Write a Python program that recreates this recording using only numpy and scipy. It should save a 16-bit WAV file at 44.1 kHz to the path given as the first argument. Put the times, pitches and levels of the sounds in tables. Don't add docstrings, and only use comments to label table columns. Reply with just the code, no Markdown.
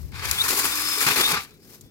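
import sys
import numpy as np
from scipy import signal
from scipy.fft import rfft, irfft
from scipy.io import wavfile

SR = 44100
rng = np.random.default_rng(int(sys.argv[2]) if len(sys.argv) > 2 else 0)


def unload_audio(sound):
    columns = np.transpose(np.atleast_2d(sound))
    steps = np.round(np.clip(columns, -1, 1) * 32767)
    wavfile.write(sys.argv[1], SR, steps.astype(np.int16))


N = 83790
TIME = np.arange(N) / SR
FREQS = np.maximum(np.arange(N // 2 + 1) * SR / N, 1)


def from_db(db):
    return 10 ** (np.asarray(db) / 20)


def rms_one(x):
    return x / np.sqrt(np.mean(x ** 2) + 1e-20)


def in_time(rows):
    s, *columns = np.transpose(rows)
    return [np.interp(TIME, s, column) for column in columns]


def over_hz(points):
    hz, value = np.transpose(points)
    return np.interp(np.log(FREQS), np.log(hz), value)


def coloured(x, spectrum, band=1):
    gain = from_db(over_hz(spectrum)) * band
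    return rms_one(irfft(rfft(x) * gain, N))


def drift(rate_hz):
    noise = rfft(rng.standard_normal(N))
    return rms_one(irfft(noise / (1 + (FREQS / rate_hz) ** 2), N))


def grains(per_s, spread_db):
    size_db = spread_db * np.minimum(rng.exponential(1, N), 4)
    sizes = from_db(size_db) * rng.choice([-1, 1], N)
    return sizes * (rng.random(N) < per_s / SR)


RIGHT_LAG_S = .000155


def direct(x):
    lags_s = np.array([[0], [RIGHT_LAG_S]])
    return irfft(rfft(x) * np.exp(-2j * np.pi * FREQS * lags_s), N)


# frequency in Hz, share 0-1.
SCATTER_SHARE = [(150, 0.18), (400, 0.2), (1200, 0.073), (2400, 0.67), (3600, 0.9), (6000, 0.97),
                 (10000, 0.69), (14000, 0.1)]
SCATTER_DECAY_S = 0.0046


def scattered(impacts):
    share = np.clip(over_hz(SCATTER_SHARE), 0, 1)
    keep = np.exp(-1 / (SCATTER_DECAY_S * SR))
    power = signal.lfilter([1 - keep], [1, -keep], impacts ** 2 + 1e-18)
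    smear = np.sqrt(power) * rng.standard_normal((2, N))
    direct_part = rfft(direct(impacts)) * np.sqrt(1 - share)
    return irfft(direct_part + rfft(smear) * np.sqrt(share), N)


# frequency in Hz, relative level in dB.
AIR_COLOUR = [(30, -11), (100, 13.5), (220, 10.5), (420, 8), (650, -8), (1500, -28.5), (4000, -36),
              (15000, -96)]
AIR_DB = -53.5
FAR_HUM_HZ, FAR_HUM_DB = 222.6, -63


def open_air():
    air = from_db(AIR_DB) * coloured(scattered(rng.standard_normal(N)), AIR_COLOUR)
    return air + from_db(FAR_HUM_DB) * np.sin(2 * np.pi * FAR_HUM_HZ * TIME)


# time in seconds, level in dB before the offset of each port.
WIND_LEVEL = [(0, -33), (.08, -37), (.13, -33.5), (.19, -37), (.31, -32), (.36, -39), (.6, -46),
              (.8, -49.5), (1.25, -82), (1.38, -38.5), (1.43, -58), (1.78, -59.5), (1.86, -43), (1.9, -61)]
# frequency in Hz, relative level in dB.
WIND_COLOUR = [(20, -49), (45, -5), (72, -0.5), (130, -6.5), (220, -21.5), (600, -39), (2000, -54)]


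def wind(left_db=1, right_db=-8):
    rumble = coloured(rng.standard_normal((2, N)), WIND_COLOUR)
    return from_db(in_time(WIND_LEVEL)[0]) * rumble * from_db([[left_db], [right_db]])


# start in seconds, length in seconds, start in Hz, end in Hz, level in dB.
WHISTLES = [(1.48, .11, 4150, 3850, -60), (1.595, .085, 4500, 5900, -57), (1.81, .13, 3490, 3450, -62)]


def whistles():
    out = np.zeros(N)
    for start_s, length_s, start_hz, end_hz, db in WHISTLES:
        part = np.clip((TIME - start_s) / length_s, 0, 1)
        glide_hz = start_hz + (end_hz - start_hz) * part
        hz = glide_hz * (1 + 0.002 * drift(60))
        out += from_db(db) * np.sin(np.pi * part) * np.sin(2 * np.pi * np.cumsum(hz) / SR)
    return out


# time in seconds, level in dB.
RUSTLE = [(0, -46.5), (.04, -52), (.11, -56.5), (1.45, -51), (1.61, -61), (1.635, -48), (1.69, -49.5),
          (1.71, -44.5), (1.73, -45), (1.748, -43.5), (1.78, -51.5), (1.83, -54.5), (1.9, -61.5)]
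# frequency in Hz, relative level in dB.
LEAF_COLOUR = [(300, -4), (800, -6.5), (2300, -1.5), (3200, -5.5), (5200, 3.5), (7000, -3), (10000, -3.5),
               (15000, -1)]


def leaves():
    clumps = from_db(2 * drift(60))
    ticks = scattered(grains(per_s=5000, spread_db=3) * clumps)
    return from_db(in_time(RUSTLE)[0]) * coloured(ticks, LEAF_COLOUR)


# start in seconds, level in dB, decay in seconds.
SNAPS = [(0.019, -46, 0.0035), (0.119, -43, 0.0027), (.153, -47, 0.0027), (0.3123, -8, 0.0027),
         (1.508, -46, .003), (1.81, -36, 0.0047)]
# frequency in Hz, relative level in dB.
TWIG_COLOUR = [(300, -39), (1500, -55), (3300, -8), (4800, -1.5), (6200, 0.5), (7500, 0), (9500, -2),
               (12000, -4), (15500, -4)]


def twigs():
    envelope = np.zeros(N)
    for start_s, db, decay_s in SNAPS:
        envelope += from_db(db) * (TIME >= start_s) * np.exp(-np.abs(TIME - start_s) / decay_s)
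    return envelope * coloured(scattered(rng.standard_normal(N)), TWIG_COLOUR)


# start in seconds, pitch in Hz, level in dB, decay in seconds.
KNOCKS = [(0.567, 413, -30.5, 0.019), (0.973, 426, -28, 0.0099), (1.062, 143.5, -27, 0.024),
          (1.188, 346.5, -25, 0.016), (1.327, 171, -23.5, 0.0098), (1.358, 1175, -25.5, 0.025)]
KNOCK_ATTACK_S = .004


def pole():
    out = np.zeros(N)
    for start_s, hz, db, decay_s in KNOCKS:
        age = np.maximum(TIME - start_s, 0)
        envelope = np.minimum(age / KNOCK_ATTACK_S, 1) * np.exp(-age / decay_s)
        out += from_db(db) * envelope * np.sin(2 * np.pi * hz * age)
    return out


# time in seconds, tooth rate in Hz before waver.
SPEED = [(.11, 90), (.2, 125), (.3, 165), (.375, 198), (.405, 211), (.43, 228), (.53, 290), (.62, 283),
         (.67, 283), (.74, 300), (.87, 305), (1.0, 302), (1.08, 245), (1.15, 270), (1.2, 201), (1.25, 210),
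         (1.29, 225), (1.42, 205)]
MOTOR_WAVER, MOTOR_WAVER_HZ = 0.00325, 23.8


def tooth_rate():
    return in_time(SPEED)[0] * (1 + MOTOR_WAVER * drift(MOTOR_WAVER_HZ))


# time in seconds, level in dB before throb.
WHINE_LEVEL = [(.11, -100), (.36, -41), (.4, -18), (.418, -16), (.435, -49), (.64, -36.5), (.76, -35),
               (.93, -27.5), (1.0, -32), (1.04, -54), (1.21, -29), (1.255, -15.5), (1.3, -35), (1.4, -52),
               (1.46, -100)]
WHINE_ORDER = 17
SPROCKET_TEETH = 6


def whine(teeth_passed):
    play_rad = .7 * drift(140)
    throb_db = 2 * np.sin(2 * np.pi * teeth_passed / SPROCKET_TEETH) + 2 * drift(150)
    level = from_db(in_time(WHINE_LEVEL)[0] + throb_db)
    return level * np.sqrt(2) * np.sin(2 * np.pi * WHINE_ORDER * teeth_passed + play_rad)


# time in seconds, rattle in relative dB, treble in relative dB.
RUNNING = [(.114, -36, -59), (.123, -17.5, -37), (.16, -8, -19.5), (.22, -6.5, -18), (.25, 0.5, -4),
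           (.35, -3, -2), (.42, -2.5, 0.5), (.5, -0.5, 2), (.62, 0.5, 2), (.7, -1, 1.5), (.98, -1, 2),
           (1.13, 3.5, 3.5), (1.31, 0, 2), (1.375, 5.5, -11), (1.405, -4.5, -13.5), (1.44, -14.5, -13.5),
           (1.475, -24.5, -38), (1.6, -41, -43)]
# frequency in Hz, relative level in dB.
SAW_COLOUR = [(35, -23.5), (100, -16.5), (200, -16), (420, -9), (630, -20), (830, -10.5), (1180, -6),
              (1550, -4.5), (1950, -5), (2450, -0.5), (3000, -8), (3700, -5), (4700, 1), (6000, -1),
              (8500, -1.5), (10300, 1.5), (12000, -2.5), (13500, -2), (15800, -2.5)]
MOTOR_ORDERS = [1, 2, 3.76, 3.93, 11]
MOTOR_DB = [-34, -45, -37, -38, -42]
BAR_HZ, BAR_RING_DB = 3610, -34
FULL_SPEED_HZ = 305


def motor(speed_hz, teeth_passed):
    out = from_db(BAR_RING_DB) * drift(17) * np.sin(2 * np.pi * BAR_HZ * TIME)
    for order, db in zip(MOTOR_ORDERS, MOTOR_DB):
        body_db = np.interp(order * speed_hz, FREQS, over_hz(SAW_COLOUR))
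        level = from_db(db + body_db + drift(6.7))
        out = out + np.sqrt(2) * level * np.sin(2 * np.pi * order * teeth_passed)
    return out * from_db(in_time(RUNNING)[0]) * speed_hz / FULL_SPEED_HZ


# start in seconds, hold end after start in seconds,
# judder in relative dB, rasp in relative dB, spray in relative dB.
BITES = [(0.435, 0.021, 7.5, 0, 0.5), (0.48, 0.028, 5, 1, 4.5), (0.499, 0.042, 12, 0, 1.5),
         (0.562, 0.021, 5, -2, 6.5), (0.584, 0.02, 11, 0, 7.5), (0.639, 0.029, 11, -2.5, 2),
         (1.003, 0.027, 11.5, 3, 7.5), (1.063, 0.022, 13, 10.5, 2.5), (1.076, .018, 0, 6.5, 2.5),
         (1.099, 0.023, 15, 5, -15), (1.159, 0.054, 13.5, 5, 2.5), (1.184, 0.035, 7, 0, -1),
         (1.218, 0.037, 9, -0.5, -14), (1.275, 0.045, 11, 4, -5), (1.311, 0.011, 9, 3, 3),
         (1.332, 0.0093, 14, 3, -4)]
BITE_ATTACK_S, BITE_RELEASE_S = .004, .012


def bite_power():
    power = np.zeros((3, N))
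    for start_s, length_s, *dbs in BITES:
        attack = np.clip((TIME - start_s) / BITE_ATTACK_S, 0, 1)
        release = np.exp(-np.maximum(TIME - start_s - length_s, 0) / BITE_RELEASE_S)
        power += (from_db(dbs)[:, None] * attack * release) ** 2
    return power


PATCHY_DB, PATCHY_HZ = 2, 25


def patchy(x, count=24):
    place = np.interp(np.log(FREQS), np.log([700, 7000]), [0, count - 1])
    spectrum = rfft(x)
    out = 0
    for k in range(count):
        band = irfft(spectrum * np.maximum(1 - np.abs(place - k), 0), N)
        out = out + band * from_db(PATCHY_DB * drift(PATCHY_HZ))
    return out


JUDDER_DB, RASP_DB, SPRAY_DB = -48.5, -28.5, -27
JUDDER_TOP_HZ, RASP_TOP_HZ = 676, 3920
LINK_DEPTH = .3
SPROCKET_DB, FLUTTER_DB, FLUTTER_HZ = 0.94, 1.77, 160


def chain(teeth_passed):
    rattle, treble = from_db(in_time(RUNNING))
    running_power = np.array([rattle, rattle, treble]) ** 2
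    judder, rasp, spray = np.sqrt(bite_power() + running_power)

    links = 1 + LINK_DEPTH * np.cos(2 * np.pi * teeth_passed)
    sprocket_db = SPROCKET_DB * np.sin(2 * np.pi * teeth_passed / SPROCKET_TEETH)
    surge = links * from_db(sprocket_db + FLUTTER_DB * drift(FLUTTER_HZ))
    impacts = scattered(grains(per_s=16000, spread_db=3.0) * surge)

    low = 1 / (1 + (FREQS / JUDDER_TOP_HZ) ** 8)
    under_treble = 1 / (1 + (FREQS / RASP_TOP_HZ) ** 4)
    return (from_db(JUDDER_DB) * judder * coloured(impacts, SAW_COLOUR, low)
            + from_db(RASP_DB) * rasp * coloured(patchy(impacts), SAW_COLOUR, under_treble - low)
            + from_db(SPRAY_DB) * spray * coloured(impacts, SAW_COLOUR, 1 - under_treble))


# frequency in Hz, gain in dB.
RIGHT_COLOUR = [(150, -3), (400, 0), (1200, 1), (2400, -6), (3600, -3), (4800, -10), (6000, -14),
                (7300, -2), (8700, -9), (10500, -2), (12500, -2), (15500, -9)]


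def scene():
    speed_hz = tooth_rate()
    teeth_passed = np.cumsum(speed_hz) / SR
    point_sources = motor(speed_hz, teeth_passed) + whine(teeth_passed) + pole() + whistles()
    left, right = open_air() + leaves() + twigs() + chain(teeth_passed) + direct(point_sources)
    right = irfft(rfft(right) * from_db(over_hz(RIGHT_COLOUR)), N)
    return np.array([left, right]) + wind()


CUTOFF_HZ = 16000


def record(dry):
    clipped = np.clip(dry, -1, 1)
    return irfft(rfft(clipped) / np.sqrt(1 + (FREQS / CUTOFF_HZ) ** 240), N)


dry = scene()
out = record(dry)
unload_audio(out)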